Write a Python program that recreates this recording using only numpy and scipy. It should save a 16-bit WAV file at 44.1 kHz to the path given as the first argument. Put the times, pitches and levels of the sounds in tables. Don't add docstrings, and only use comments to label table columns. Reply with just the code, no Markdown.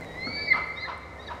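import sys
import numpy as np
from scipy import signal
from scipy.fft import rfft, irfft
from scipy.io import wavfile

SR = 44100
rng = np.random.default_rng(int(sys.argv[2]) if len(sys.argv) > 2 else 0)


def persist_wave(psi):
    counts = np.round(np.clip(psi, -1, 1) * 32767).astype(np.int16)
    wavfile.write(sys.argv[1], SR, np.atleast_2d(counts).T)


N = 61739

EDGE_S, JITTER_SHARE, JITTER_HZ, SHIMMER_DB = 0.0027, 0.0021, 168, 0.5
AIR_DB, AIR_WIDTH_HZ = -29.5, 450
# time in seconds, pitch in Hz, fundamental in dB, octave in dB.
LONG_CALL = [(.015, 2088, -47.5, -64), (.028, 2058, -39.5, -61), (0.054, 1920, -63, -59.5),
             (.11, 1908, -48, -52), (0.143, 1915, -51.5, -58), (.185, 2026, -38.5, -59),
             (0.217, 2051, -35, -45), (0.257, 2144, -36.5, -37.5), (0.283, 2205, -40, -37.5),
             (0.314, 2253, -40, -46), (.345, 2274, -39.5, -36.5), (0.408, 2298, -31.5, -36.5),
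             (.465, 2291, -37, -38.5), (0.489, 2267, -27, -42), (.5, 2200, -38, -42),
             (0.506, 2120, -22.5, -38.5), (0.523, 2049, -14, -37), (0.53, 2068, -23, -41.5),
             (0.531, 1756, -27.5, -41), (0.544, 1700, -44, -84.5)]
SECOND_CALL = [(0.753, 1778, -75, -71), (.775, 1872, -49, -40), (.79, 1907, -52, -43), (.8, 1985, -49, -45),
               (.82, 2065, -37.5, -44), (0.841, 2084, -33.5, -41.5), (0.852, 2021, -37, -42),
               (0.867, 1848, -41, -47.5), (0.878, 1670, -55, -69)]
THIRD_CALL = [(1.186, 1818, -48, -77), (1.199, 1846, -44.5, -49), (1.225, 1930, -87, -53.5),
              (1.252, 2025, -70, -56.5), (1.261, 1970, -91, -67), (1.28, 1926, -56, -38.5),
              (1.288, 1730, -36.5, -54), (1.301, 1676, -44.5, -84)]
THIRD_HARMONIC_DB = [-33, -29, -20]


def whistle(t, call, third_db):
    start, end = call[0][0], call[-1][0]
    gate = np.clip(1 + np.minimum(t - start, end - t) / EDGE_S, 0, 1)
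    hz = curve(t, call) * (1 + JITTER_SHARE * wander(JITTER_HZ))
    phase = 2 * np.pi * np.cumsum(hz) / SR
    fundamental = undb(curve(t, call, column=2) + SHIMMER_DB * wander(59))
    octave = undb(curve(t, call, column=3) + SHIMMER_DB * wander(77))
    overtones = np.sin(2 * phase) + undb(third_db) * np.sin(3 * phase)
    tone = fundamental * np.sin(phase) + octave * overtones
    air = sum(wander(AIR_WIDTH_HZ) * np.sin(k * phase) + wander(AIR_WIDTH_HZ) * np.cos(k * phase)
              for k in (1, 2))
    return np.sqrt(2) * gate * (tone + octave * undb(AIR_DB) * air)


GRUNT_ATTACK_S, GRUNT_DECAY_S, ROUGHEN_S = 0.0087, 0.039, 0.019
GRUNT_FALL_PER_S, RASP_CUTOFF_HZ = 3.3, 2200
# frequency in Hz, relative gain in dB.
THROAT_COLOUR = [(150, -41.5), (480, -5), (750, -7), (950, 2.5), (1400, -3.5), (1650, -9), (2200, -16),
                 (2800, -15.5), (4000, -25), (5500, -29.5), (7500, -51), (15000, -72)]
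# start in seconds, hold in seconds, level in dB,
# starting pitch in Hz, held tone in Hz, that tone's level in dB relative to the rough voice.
GRUNTS = [(0.529, 0.047, -31, 434, 1259, -0.5), (0.869, 0.024, -33.5, 368.4, 1040, -4.5),
          (1.294, 0.009, -35, 323.9, 952, -7)]


def grunt(t, start, hold, db, pitch_hz, tone_hz, tone_db):
    age = np.maximum(t - start, 0)
    fall = np.exp(-GRUNT_FALL_PER_S * np.minimum(age, .15))
    cycles = np.cumsum(pitch_hz * fall * (1 + .035 * wander(150))) / SR
    pulses = np.diff(np.floor(cycles), prepend=0)
    puffs = unit(np.exp(-(cycles % 1) / .5) * rng.standard_normal(N))
    rasp = signal.lfilter(*signal.butter(2, RASP_CUTOFF_HZ, fs=SR), puffs)
    voice = unit(colour(unit(pulses - pulses.mean()) + rasp, THROAT_COLOUR))
    shaky_hz = tone_hz * (1 + .028 * wander(129.6))
    tone = unit(sine(shaky_hz))
    roughen = np.minimum(age / ROUGHEN_S, 1)
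    blend = (roughen * voice + undb(tone_db) * tone) / np.hypot(1, undb(tone_db))
    attack = np.minimum(age / GRUNT_ATTACK_S, 1)
    decay = np.exp(-np.maximum(age - GRUNT_ATTACK_S - hold, 0) / GRUNT_DECAY_S)
    return undb(db) * attack * decay * blend


# start in seconds, length in seconds, opening pitch in Hz,
# closing pitch in Hz, level in dB, waver as a share of the pitch.
SQUEAKS = [(.165, .09, 4920, 5300, -64.5, .005), (0.352, 0.083, 1700, 1737, -43.5, .003),
           (.27, 0.31, 3980, 3955, -53, 0.031), (.34, 0.16, 5100, 5300, -63, 0.0082),
           (0.442, 0.075, 5150, 4750, -57, .008), (0.465, 0.047, 1930, 2106, -35, 0.0085),
           (0.74, 0.064, 4820, 5738, -65.5, .006), (0.796, .05, 4680, 4760, -50.5, 0.0065),
           (.842, 0.0262, 1690, 1777, -38.5, 0.0083), (1.216, 0.038, 4720, 4920, -61, 0.0096),
           (1.257, 0.029, 4380, 4670, -54, 0.016), (1.282, 0.0148, 4900, 4430, -55, 0.022)]


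def squeak(t, start, length, from_hz, to_hz, db, waver):
    along = np.clip((t - start) / length, 0, 1)
    hz = (from_hz + (to_hz - from_hz) * along) * (1 + waver * wander(JITTER_HZ))
    fades = np.minimum(np.minimum(along, 1 - along) / 0.36, 1)
    return np.sqrt(2) * undb(db + SHIMMER_DB * wander(70)) * fades * sine(hz)


KNOCK_START_S, KNOCK_ATTACK_S, KNOCK_DB = .27, 0.001, -26.5
# frequency in Hz, level in dB relative to KNOCK_DB, seconds to fall 60 dB.
KNOCK_MODES = [(247.6, 1.5, 0.06), (207, -20.5, 0.21), (473, -9, .04), (849, -16.5, 0.077),
               (1308, -4.5, 0.078), (1390, -11, 0.15), (1620, -8.5, 0.0325), (5770, -17, 0.018)]


def knock(t):
    age = np.maximum(t - KNOCK_START_S, 0)
    ring = sum(undb(db) * np.sin(2 * np.pi * hz * age) * np.exp(-np.log(1000) * age / t60)
               for hz, db, t60 in KNOCK_MODES)
    attack = 1 - np.exp(-(age / KNOCK_ATTACK_S) ** 2)
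    return undb(KNOCK_DB) * ring * attack


SNAP_DECAY_S, TICK_DECAY_S, TICK_WIDTH_HZ = .0012, .0018, 510
# start in seconds, level in dB.
SNAPS = [(.0095, -30), (0.0347, -37), (0.046, -35.5)]
# frequency in Hz, relative gain in dB.
SNAP_COLOUR = [(400, -13), (1200, 13.5), (2200, 16.5), (3500, -20), (6000, -25), (7900, -4), (10000, -16),
               (15000, -28)]
# start in seconds, level in dB, centre frequency in Hz.
GRASS_TICKS = [(.433, -53.5, 9000), (.572, -55.5, 8300), (.668, -60, 10560), (.687, -59, 10300),
               (.978, -50, 8760)]


def twigs(t):
    def burst(start, decay):
        return (t >= start) * np.exp(-np.maximum(t - start, 0) / decay)

    crackle = unit(colour(rng.standard_normal(N), SNAP_COLOUR))
    snaps = crackle * sum(undb(db) * burst(start, SNAP_DECAY_S) for start, db in SNAPS)
    ticks = 0
    for start, db, hz in GRASS_TICKS:
        band = unit(wander(TICK_WIDTH_HZ) * np.sin(2 * np.pi * hz * t))
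        ticks += undb(db) * burst(start, TICK_DECAY_S) * band
    return snaps + ticks


TAIL_DB, NEAR_DB, NEAR_DECAY_S, FIRST_ECHO_S = -7, -9.5, 0.048, .012
# band centre in Hz, seconds to fall 60 dB.
FOREST_DECAY = [(150, 0.8), (1000, 4.7), (2100, 1.73), (4300, 1), (9000, 0.4)]


def forest(t, sound):
    hz = np.fft.rfftfreq(N, 1 / SR)
    spectrum = rfft(rng.standard_normal(N))
    tail = 0
    for centre, t60 in FOREST_DECAY:
        share = by_pitch(hz, [(f, f == centre) for f, _ in FOREST_DECAY])
        rate = np.log(1000) / t60
        tail += irfft(spectrum * share, N) * np.exp(-rate * t) * np.sqrt(2 * rate / SR)
    near = rng.standard_normal(N) * np.exp(-t / NEAR_DECAY_S) * np.sqrt(2 / (NEAR_DECAY_S * SR))
    response = undb(TAIL_DB) * tail + undb(NEAR_DB) * near
    response = colour(response, [(2300, 0), (4200, -0.5)])
    echoes = signal.fftconvolve(sound, response)[:N]
    return np.interp(t - FIRST_ECHO_S, t, echoes, left=0)


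FLOOR_DB, FLOOR_FADE_DB_PER_S, FLOOR_SWELL_DB = -45, -1, 1.5
# frequency in Hz, relative gain in dB.
FLOOR_COLOUR = [(20, -32), (40, -12.5), (58, -1.5), (72, -3.5), (92, 1), (135, -7), (250, -4.5),
                (330, -5.5), (520, 0), (800, -5.5), (1150, -13), (1600, -18), (2100, -9), (2600, -23.5),
                (4000, -26), (6500, -32), (9000, -37), (15500, -49.5)]
BODY_COLOUR = [(30, -11.5), (70, -3.5), (140, -11.5), (280, -4), (550, -8.5), (1000, -13.5), (2500, -49.5)]
# time in seconds, level in dB.
BODY_LEVEL = [(0, -47.5), (.3, -46), (.58, -45.5), (.74, -59), (1.4, -57.5)]


def rumble(t):
    floor_db = FLOOR_DB + FLOOR_FADE_DB_PER_S * (t - t.mean()) + FLOOR_SWELL_DB * wander(1.3)
    floor = unit(colour(rng.standard_normal(N), FLOOR_COLOUR))
    body = unit(colour(rng.standard_normal(N), BODY_COLOUR))
    return floor * undb(floor_db) + body * undb(curve(t, BODY_LEVEL))


# frequency in Hz, opening level in dB, level change in dB per second.
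HUM_PARTIALS = [(69.3, -57, 5.5), (80.6, -59, 2.5), (95.4, -56, -0.5), (111.8, -55, -7), (162.8, -48, -10)]


def hum(t):
    speed = 1 + 0.0071 * wander(7.7)
    return np.sqrt(2) * sum(undb(db + slope * t + 0.1 * wander(10)) * sine(hz * speed)
                            for hz, db, slope in HUM_PARTIALS)


def undb(db):
    return 10 ** (np.asarray(db) / 20)


def unit(x):
    return x / np.sqrt(np.mean(x ** 2))


def sine(hz):
    return np.sin(2 * np.pi * np.cumsum(hz) / SR)


def curve(t, table, column=1):
    rows = np.array(table, float)
    return np.interp(t, rows[:, 0], rows[:, column])


def by_pitch(hz, table):
    rows = np.array(table, float)
    return np.interp(np.log(hz + 1), np.log(rows[:, 0]), rows[:, 1])


def colour(x, table):
    return irfft(rfft(x) * undb(by_pitch(np.fft.rfftfreq(N, 1 / SR), table)), N)


def wander(rate_hz):
    hz = np.fft.rfftfreq(2 * N, 1 / SR)
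    spectrum = rfft(rng.standard_normal(2 * N))
    return unit(irfft(spectrum / (1 + (hz / rate_hz) ** 4)))[:N]


def scene():
    t = np.arange(N) / SR
    background = rumble(t) + hum(t)
    calls = zip((LONG_CALL, SECOND_CALL, THIRD_CALL), THIRD_HARMONIC_DB)
    whistles = sum(whistle(t, call, third_db) for call, third_db in calls)
    squeaks = sum(squeak(t, *row) for row in SQUEAKS)
    grunts = sum(grunt(t, *row) for row in GRUNTS)
    direct = whistles + squeaks + grunts + knock(t)
    return (direct + forest(t, direct) + twigs(t) + background)[None]


def record(dry):
    return signal.sosfilt(signal.ellip(10, .2, 80, 15700, fs=SR, output="sos"), dry)


dry = scene()
out = record(dry)
persist_wave(out)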